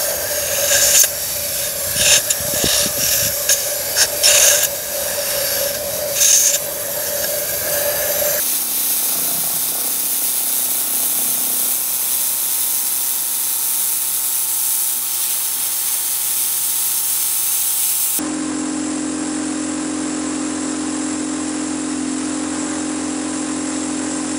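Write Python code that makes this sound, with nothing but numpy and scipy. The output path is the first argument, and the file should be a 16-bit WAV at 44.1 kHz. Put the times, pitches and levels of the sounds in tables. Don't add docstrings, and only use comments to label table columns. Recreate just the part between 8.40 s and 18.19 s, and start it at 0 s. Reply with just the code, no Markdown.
import sys
import numpy as np
from scipy import signal
from scipy.fft import rfft, irfft, next_fast_len
from scipy.io import wavfile
from scipy.ndimage import uniform_filter1d, map_coordinates

SR = 44100
rng = np.random.default_rng(int(sys.argv[2]) if len(sys.argv) > 2 else 0)


def voltage_ratio(decibels):
    exponent = np.asarray(decibels, float) / 20
    return 10 ** exponent


def output_pcm(signal):
    pcm = np.clip(np.atleast_2d(signal).T, -1, 1) * 32767
    wavfile.write(sys.argv[1], SR, np.round(pcm).astype(np.int16))


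N = 431717
TIME = np.arange(N) / SR

# frequency_hz, density_db_per_hz
RUMBLE_COLOUR = [(25, -26), (50, -20), (90, -2), (160, -4), (300, -3.5), (600, -4.5), (1000, 1.5),
                 (1400, 0.5), (2000, -0.5), (3000, -14.5)]
# time_s, level_db
RUMBLE_LEVEL = [(0, -42.5), (5.8, -44), (6.4, -46), (7.2, -42), (8.6, -43), (9.79, -43.5)]
# multiple_of_stroke_rate, level_db
COMPRESSOR_OVERTONES = [(2, -59.0), (3, -72.0), (4, -66.0), (5, -73.0), (6, -62.0), (7, -77.0), (8, -61.0),
                        (9, -66.0), (10, -62.0), (11, -61.0), (12, -55.0), (13, -58.0), (14, -68.0),
                        (15, -66.0), (16, -71.0), (17, -62.0), (18, -58.0), (19, -68.0), (20, -65.0),
                        (21, -73.0), (22, -74.0), (23, -75.0), (24, -63.0), (25, -71.0), (26, -59.0),
                        (27, -67.0), (28, -52.0), (29, -53.0), (30, -62.0), (31, -61.0), (32, -47.0),
                        (33, -62.0), (34, -65.0), (35, -65.0), (36, -64.0), (37, -62.0), (38, -62.0),
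                        (39, -59.0), (40, -55.0), (41, -64.0), (42, -62.0), (43, -62.0), (44, -61.0),
                        (45, -57.0), (46, -56.0), (47, -53.0), (48, -73.0), (49, -64.0), (50, -61.0),
                        (51, -71.0), (52, -59.0), (53, -57.0), (54, -61.0), (55, -65.0), (61, -61.0),
                        (64, -62.0)]
# frequency_hz, level_db
MAINS_HUM = [(240, -64.5), (360, -63), (599.5, -60)]
# start_s, length_s, from_step_rate_hz, to_step_rate_hz, level_db
FEED_MOVES = [(6.555, .055, 230, 280, -44), (6.615, .055, 1080, 1400, -43), (6.765, .05, 1320, 1060, -42),
              (6.915, .13, 250, 1260, -42), (7.15, .06, 230, 280, -43), (7.22, .07, 590, 615, -52),
              (7.455, .18, 1300, 40, -43), (7.655, .04, 1050, 1300, -45)]
# time_s, speed_turns_per_s, chop_share (of the jet, by each flute, 0-1)
SPINDLE_RUN = [(0, 31.99, .07), (.6, 31.97, .08), (.85, 31.58, .1), (1.3, 31.92, .14), (1.75, 32.18, .17),
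               (2.1, 32.15, .18), (2.65, 31.9, .18), (2.95, 31.65, .15), (3.3, 32.36, .19), (3.6, 32.5, .2),
               (5.05, 32.64, .2), (6.25, 32.74, .17), (7.3, 32.78, .12), (9.79, 32.86, .12)]
# time_s, force_db, low_modes_db, high_modes_db
CUT_FORCE = [(0, -43.5, -9, 0.5), (.61, -45, -4, 1), (.68, -38.5, -2, 1), (.9, -42, 6, 2.5),
             (1.27, -42, 3, -1.5), (1.36, -43.5, -7, 7), (1.47, -43, -3, 4), (1.6, -44.5, -3, -1.5),
             (1.95, -46, -4, 3.5), (2.25, -45, -4, 3), (2.37, -43, -8, 2), (2.6, -44, -5.5, 2),
             (2.9, -40.5, 0, -0.5), (3.3, -45, -2, 2), (3.45, -51.5, 4, 3.5), (4.4, -49.5, -2.5, -2.5),
             (5.7, -57, 6, 1), (6.6, -90, 0, 0)]
# frequency_hz, width_hz, level_db
FRAME_MODES = [(98, 41, -14), (152.5, 36, -3.5), (188, 25, -4.5), (226.7, 23, -1.5), (254.4, 30, 0),
               (297, 38, 0.5), (490, 75, -4.5), (608, 43, -3.5), (686, 53, -2), (825, 46, -4.5),
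               (1109, 58, -9), (1452, 58, -9.5)]
# time_s, hiss_db, low_hiss_db (only its departure from its mean counts)
JET_FLOW = [(0.0, -20, -10.5), (0.11, -18.5, -10), (0.22, -19.5, -12), (0.24, -22, -11.5),
            (0.35, -19, -10.5), (1.09, -20, -11.5), (2.78, -19, -13), (4.77, -20, -12), (6.54, -19, -13.5),
            (6.71, -21, -11), (6.84, -20.5, -10), (7.09, -21, -11), (8.59, -19, -11.5), (8.61, -20.5, -13),
            (8.7, -19.5, -12), (9.76, -19.5, -13), (9.79, -18.5, -11)]
# frequency_hz, density_db_per_hz
NOZZLE_COLOUR = [(300, -50), (900, -32), (1600, -23), (2500, -14.5), (4000, -11), (6500, -10), (9000, -7),
                 (11500, -.5), (13500, -4.5), (15700, -3)]
# centre_hz, width_hz, first_position_db, second_position_db, third_position_db
FIXTURE_BANDS = [(2780, 270, -2.8, -3.1, -1.4), (3230, 460, -2.7, -1.5, 0.6), (3610, 300, 2.7, 1.9, 2.2),
                 (4340, 290, -3.4, -4.2, -1.5), (5090, 420, -0.4, -2.7, -1.3), (5450, 200, 0, 1, 3),
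                 (5720, 210, 1.9, 0.7, -1.6), (6220, 220, 4.1, 4.1, 5.6), (6480, 370, 4.9, 3.2, 6.0),
                 (6710, 260, -3.0, -4.0, -3.8), (7220, 240, 1.1, -2.6, -2.9), (7460, 410, -3.8, 1.6, 5.4),
                 (8080, 350, 3.1, 4.1, 5.0), (8490, 350, 2.1, 1.5, 5.8), (8690, 180, -4.6, -4.1, -2.6),
                 (9050, 540, 2.9, 4.7, 5.5), (9540, 260, -1.6, -3.0, -1.5), (9890, 700, 3.3, 4.3, 6.2),
                 (10140, 240, -5.1, -4.6, -4.7), (10450, 160, 1, 1, 2), (10880, 290, 1.8, 1.5, 0.1),
                 (11280, 210, -1.9, -1.5, -6.6), (11690, 360, -0.9, -0.5, -7.0),
                 (12250, 370, 1.1, -1.5, -3.6), (12630, 700, -3.2, -2.7, 0.6), (13240, 520, 2.0, 0.9, 1.9),
                 (13730, 390, -3.1, 0.3, -1.9), (14600, 320, -3.4, -2.1, 1.4), (14780, 190, 2.2, 2.9, 1.3),
                 (15270, 300, 0, 1.5, 1.5)]
TABLE_POSITIONS = [1.2, 4.8, 8.7]


def unit(x):
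    return x / np.sqrt(np.mean(x ** 2) + 1e-20)


def curves(rows):
    time_s, *columns = np.transpose(rows)
    return [np.interp(TIME, time_s, column) for column in columns]


def wobble(rate):
    knots = rng.standard_normal(int(N * rate / SR) + 4)
    return map_coordinates(knots, [TIME * rate])


def on_log_axis(points, hz):
    point_hz, values = np.transpose(points)
    return np.interp(np.log(hz + 1), np.log(point_hz), values)


def resonance(x, hz, width):
    return signal.lfilter(*signal.iirpeak(hz, hz / max(width, 5), SR), x)


def workshop():
    size = next_fast_len(N)
    colour = voltage_ratio(on_log_axis(RUMBLE_COLOUR, np.fft.rfftfreq(size, 1 / SR)))
    rumble = irfft(rfft(rng.standard_normal(size)) * colour, size)[:N]
    level_db = curves(RUMBLE_LEVEL)[0] + 0.87 * wobble(2.29)
    return voltage_ratio(level_db) * unit(rumble)


def hum():
    stroke_hz = 28.3045
    lines = [(multiple * stroke_hz, db) for multiple, db in COMPRESSOR_OVERTONES] + MAINS_HUM
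    step = 64
    slow_s = np.arange(0, N + step, step) / SR
    out = np.zeros(N)
    for hz, db in lines:
        waver = map_coordinates(rng.standard_normal(size=40), [slow_s * 3], order=3)
        gain = np.repeat(voltage_ratio(db + .8 * waver), step)[:N]
        out += np.sqrt(2) * gain * np.sin(2 * np.pi * (hz * TIME + rng.random()))
    return out


def whine(start, end, hz, db):
    fade_s = min(.15, .2 * (end - start))
    span = (TIME > start) & (TIME < end)
    t = TIME[span]
    fade = np.clip(np.minimum(t - start, end - t) / fade_s, 0, 1)
    turns = np.cumsum((hz * np.ones(N))[span]) / SR
    out = np.zeros(N)
    out[span] = np.sqrt(2) * fade * voltage_ratio(db) * np.sin(2 * np.pi * turns)
    return out


def slide_ring(x, hz, width, db):
    return voltage_ratio(db) * resonance(x, hz, width)


def feed_motors():
    start_s, end_s = 2.95, 6.55
    path_hz = 1177
    angle = .471 + .0815 * (TIME - start_s)
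    cosine_axis = whine(start_s, end_s, path_hz * np.cos(angle), db=-50.5)
    sine_axis = whine(start_s, end_s, path_hz * np.sin(angle), db=-51)

    moves = np.zeros(N)
    for start, length, from_hz, to_hz, db in FEED_MOVES:
        glide_hz = np.interp(TIME, [start, start + length], [from_hz, to_hz])
        moves += whine(start, start + length, glide_hz, db)

    rung = slide_ring(moves, hz=255, width=36, db=-2)
    rung += slide_ring(moves + sine_axis, hz=607, width=22, db=0)
    rung += slide_ring(moves, hz=1010, width=260, db=-.5)

    creep_s, past_end_s = 7.7, TIME[-1] + 1
    creep = whine(creep_s, past_end_s, 146.9, db=-57.5) + whine(creep_s, past_end_s, 293.8, db=-61)
    return cosine_axis + rung + creep


def cutting(turns):
    force_db, thud_db, rattle_db = curves(CUT_FORCE)
    ragged = np.clip(.2 + .04 * (force_db + 45), 0, 1)
    flute = np.floor(4 * turns).astype(int)
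    scatter = rng.standard_normal(flute[-1] + 1)[flute]
    strikes = (np.diff(flute, prepend=flute[0]) > 0) * voltage_ratio(5.3 * ragged * scatter)
    chips = np.exp(-2.5 * (turns % 1)) * rng.standard_normal(N)
    bite = unit(chips) * np.sqrt(ragged)

    def blows(short):
        return unit(strikes * np.where(flute % 4 == 0, 1, short)) * np.sqrt(1 - ragged)

    middle = blows(np.where(TIME < .64, -.58, .25)) + bite
    outer = blows(.08) + bite
    out = np.zeros(N)
    for k, (hz, width, db) in enumerate(FRAME_MODES):
        low, high = hz < 210, hz > 400
        blow = outer if low or high else middle
        drive = blow * voltage_ratio(force_db + thud_db * low + rattle_db * high + db + 23.5)
        out += (-1) ** k * resonance(drive, hz, width)
    no_deep_bass = signal.butter(2, 70, 'high', fs=SR, output='sos')
    return signal.sosfilt(no_deep_bass, out)


def room(x, t60=.3, wet_db=-8):
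    t = np.arange(SR // 2) / SR
    tail = rng.standard_normal(len(t)) * voltage_ratio(-60 * t / t60) * (t > .004)
    return x + voltage_ratio(wet_db) * signal.fftconvolve(x, tail / np.linalg.norm(tail))[:N]


def air_jet(turns, chop):
    gusts_db = .5 * wobble(6)
    gusts_db += .24 * wobble(14) + .56 * wobble(45) + .17 * wobble(160) + .41 * wobble(600)
    noise = rng.standard_normal(N) * voltage_ratio(gusts_db)
    puffs = chop * np.cos(8 * np.pi * turns) + .04 * np.cos(2 * np.pi * turns)
    hz, t, (hiss, chopped) = signal.stft([noise, noise * puffs], SR, nperseg=1024)
    low = np.clip((7000 - hz) / 2000, 0, 1)[:, None]
    hiss = hiss + (1 - .55 * low) * chopped

    hiss_db, low_db = [np.interp(t, TIME, curve) for curve in curves(JET_FLOW)]
    flow_db = hiss_db + low * (low_db - low_db.mean())

    centre, width, *lifts = np.transpose(FIXTURE_BANDS)
    bands = np.exp(-4 * np.log(2) * ((hz[:, None] - centre) / width) ** 2)
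    shift = np.array([np.interp(t, TABLE_POSITIONS, row) for row in np.eye(3)])
    colour_db = on_log_axis(NOZZLE_COLOUR, hz)[:, None] + bands @ np.transpose(lifts) @ shift

    patches = uniform_filter1d(rng.standard_normal(hiss.shape), 5, 0)
    patches = unit(uniform_filter1d(patches, 20, 1))
    ripples = unit(uniform_filter1d(rng.standard_normal(hiss.shape), 150, 1))
    hiss = hiss * voltage_ratio(colour_db + flow_db + .7 * patches + 1.35 * ripples + 7.5)
    return signal.istft(hiss, SR, nperseg=1024)[1][:N]


def scene():
    speed, chop = curves(SPINDLE_RUN)
    turns = np.cumsum(speed) / SR
    mono = workshop() + hum() + feed_motors() + room(cutting(turns)) + air_jet(turns, chop)
    return np.array([mono, mono])


def band_limit(x):
    return signal.sosfilt(signal.butter(12, 16940, fs=SR, output="sos"), x)


def record(dry):
    size = next_fast_len(N)
    passed = np.fft.rfftfreq(size, 1 / SR) < 15740
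    mix = irfft(rfft(dry, size) * passed, size)[:, :N]
    return band_limit(mix)


dry = scene()
out = record(dry)
output_pcm(out)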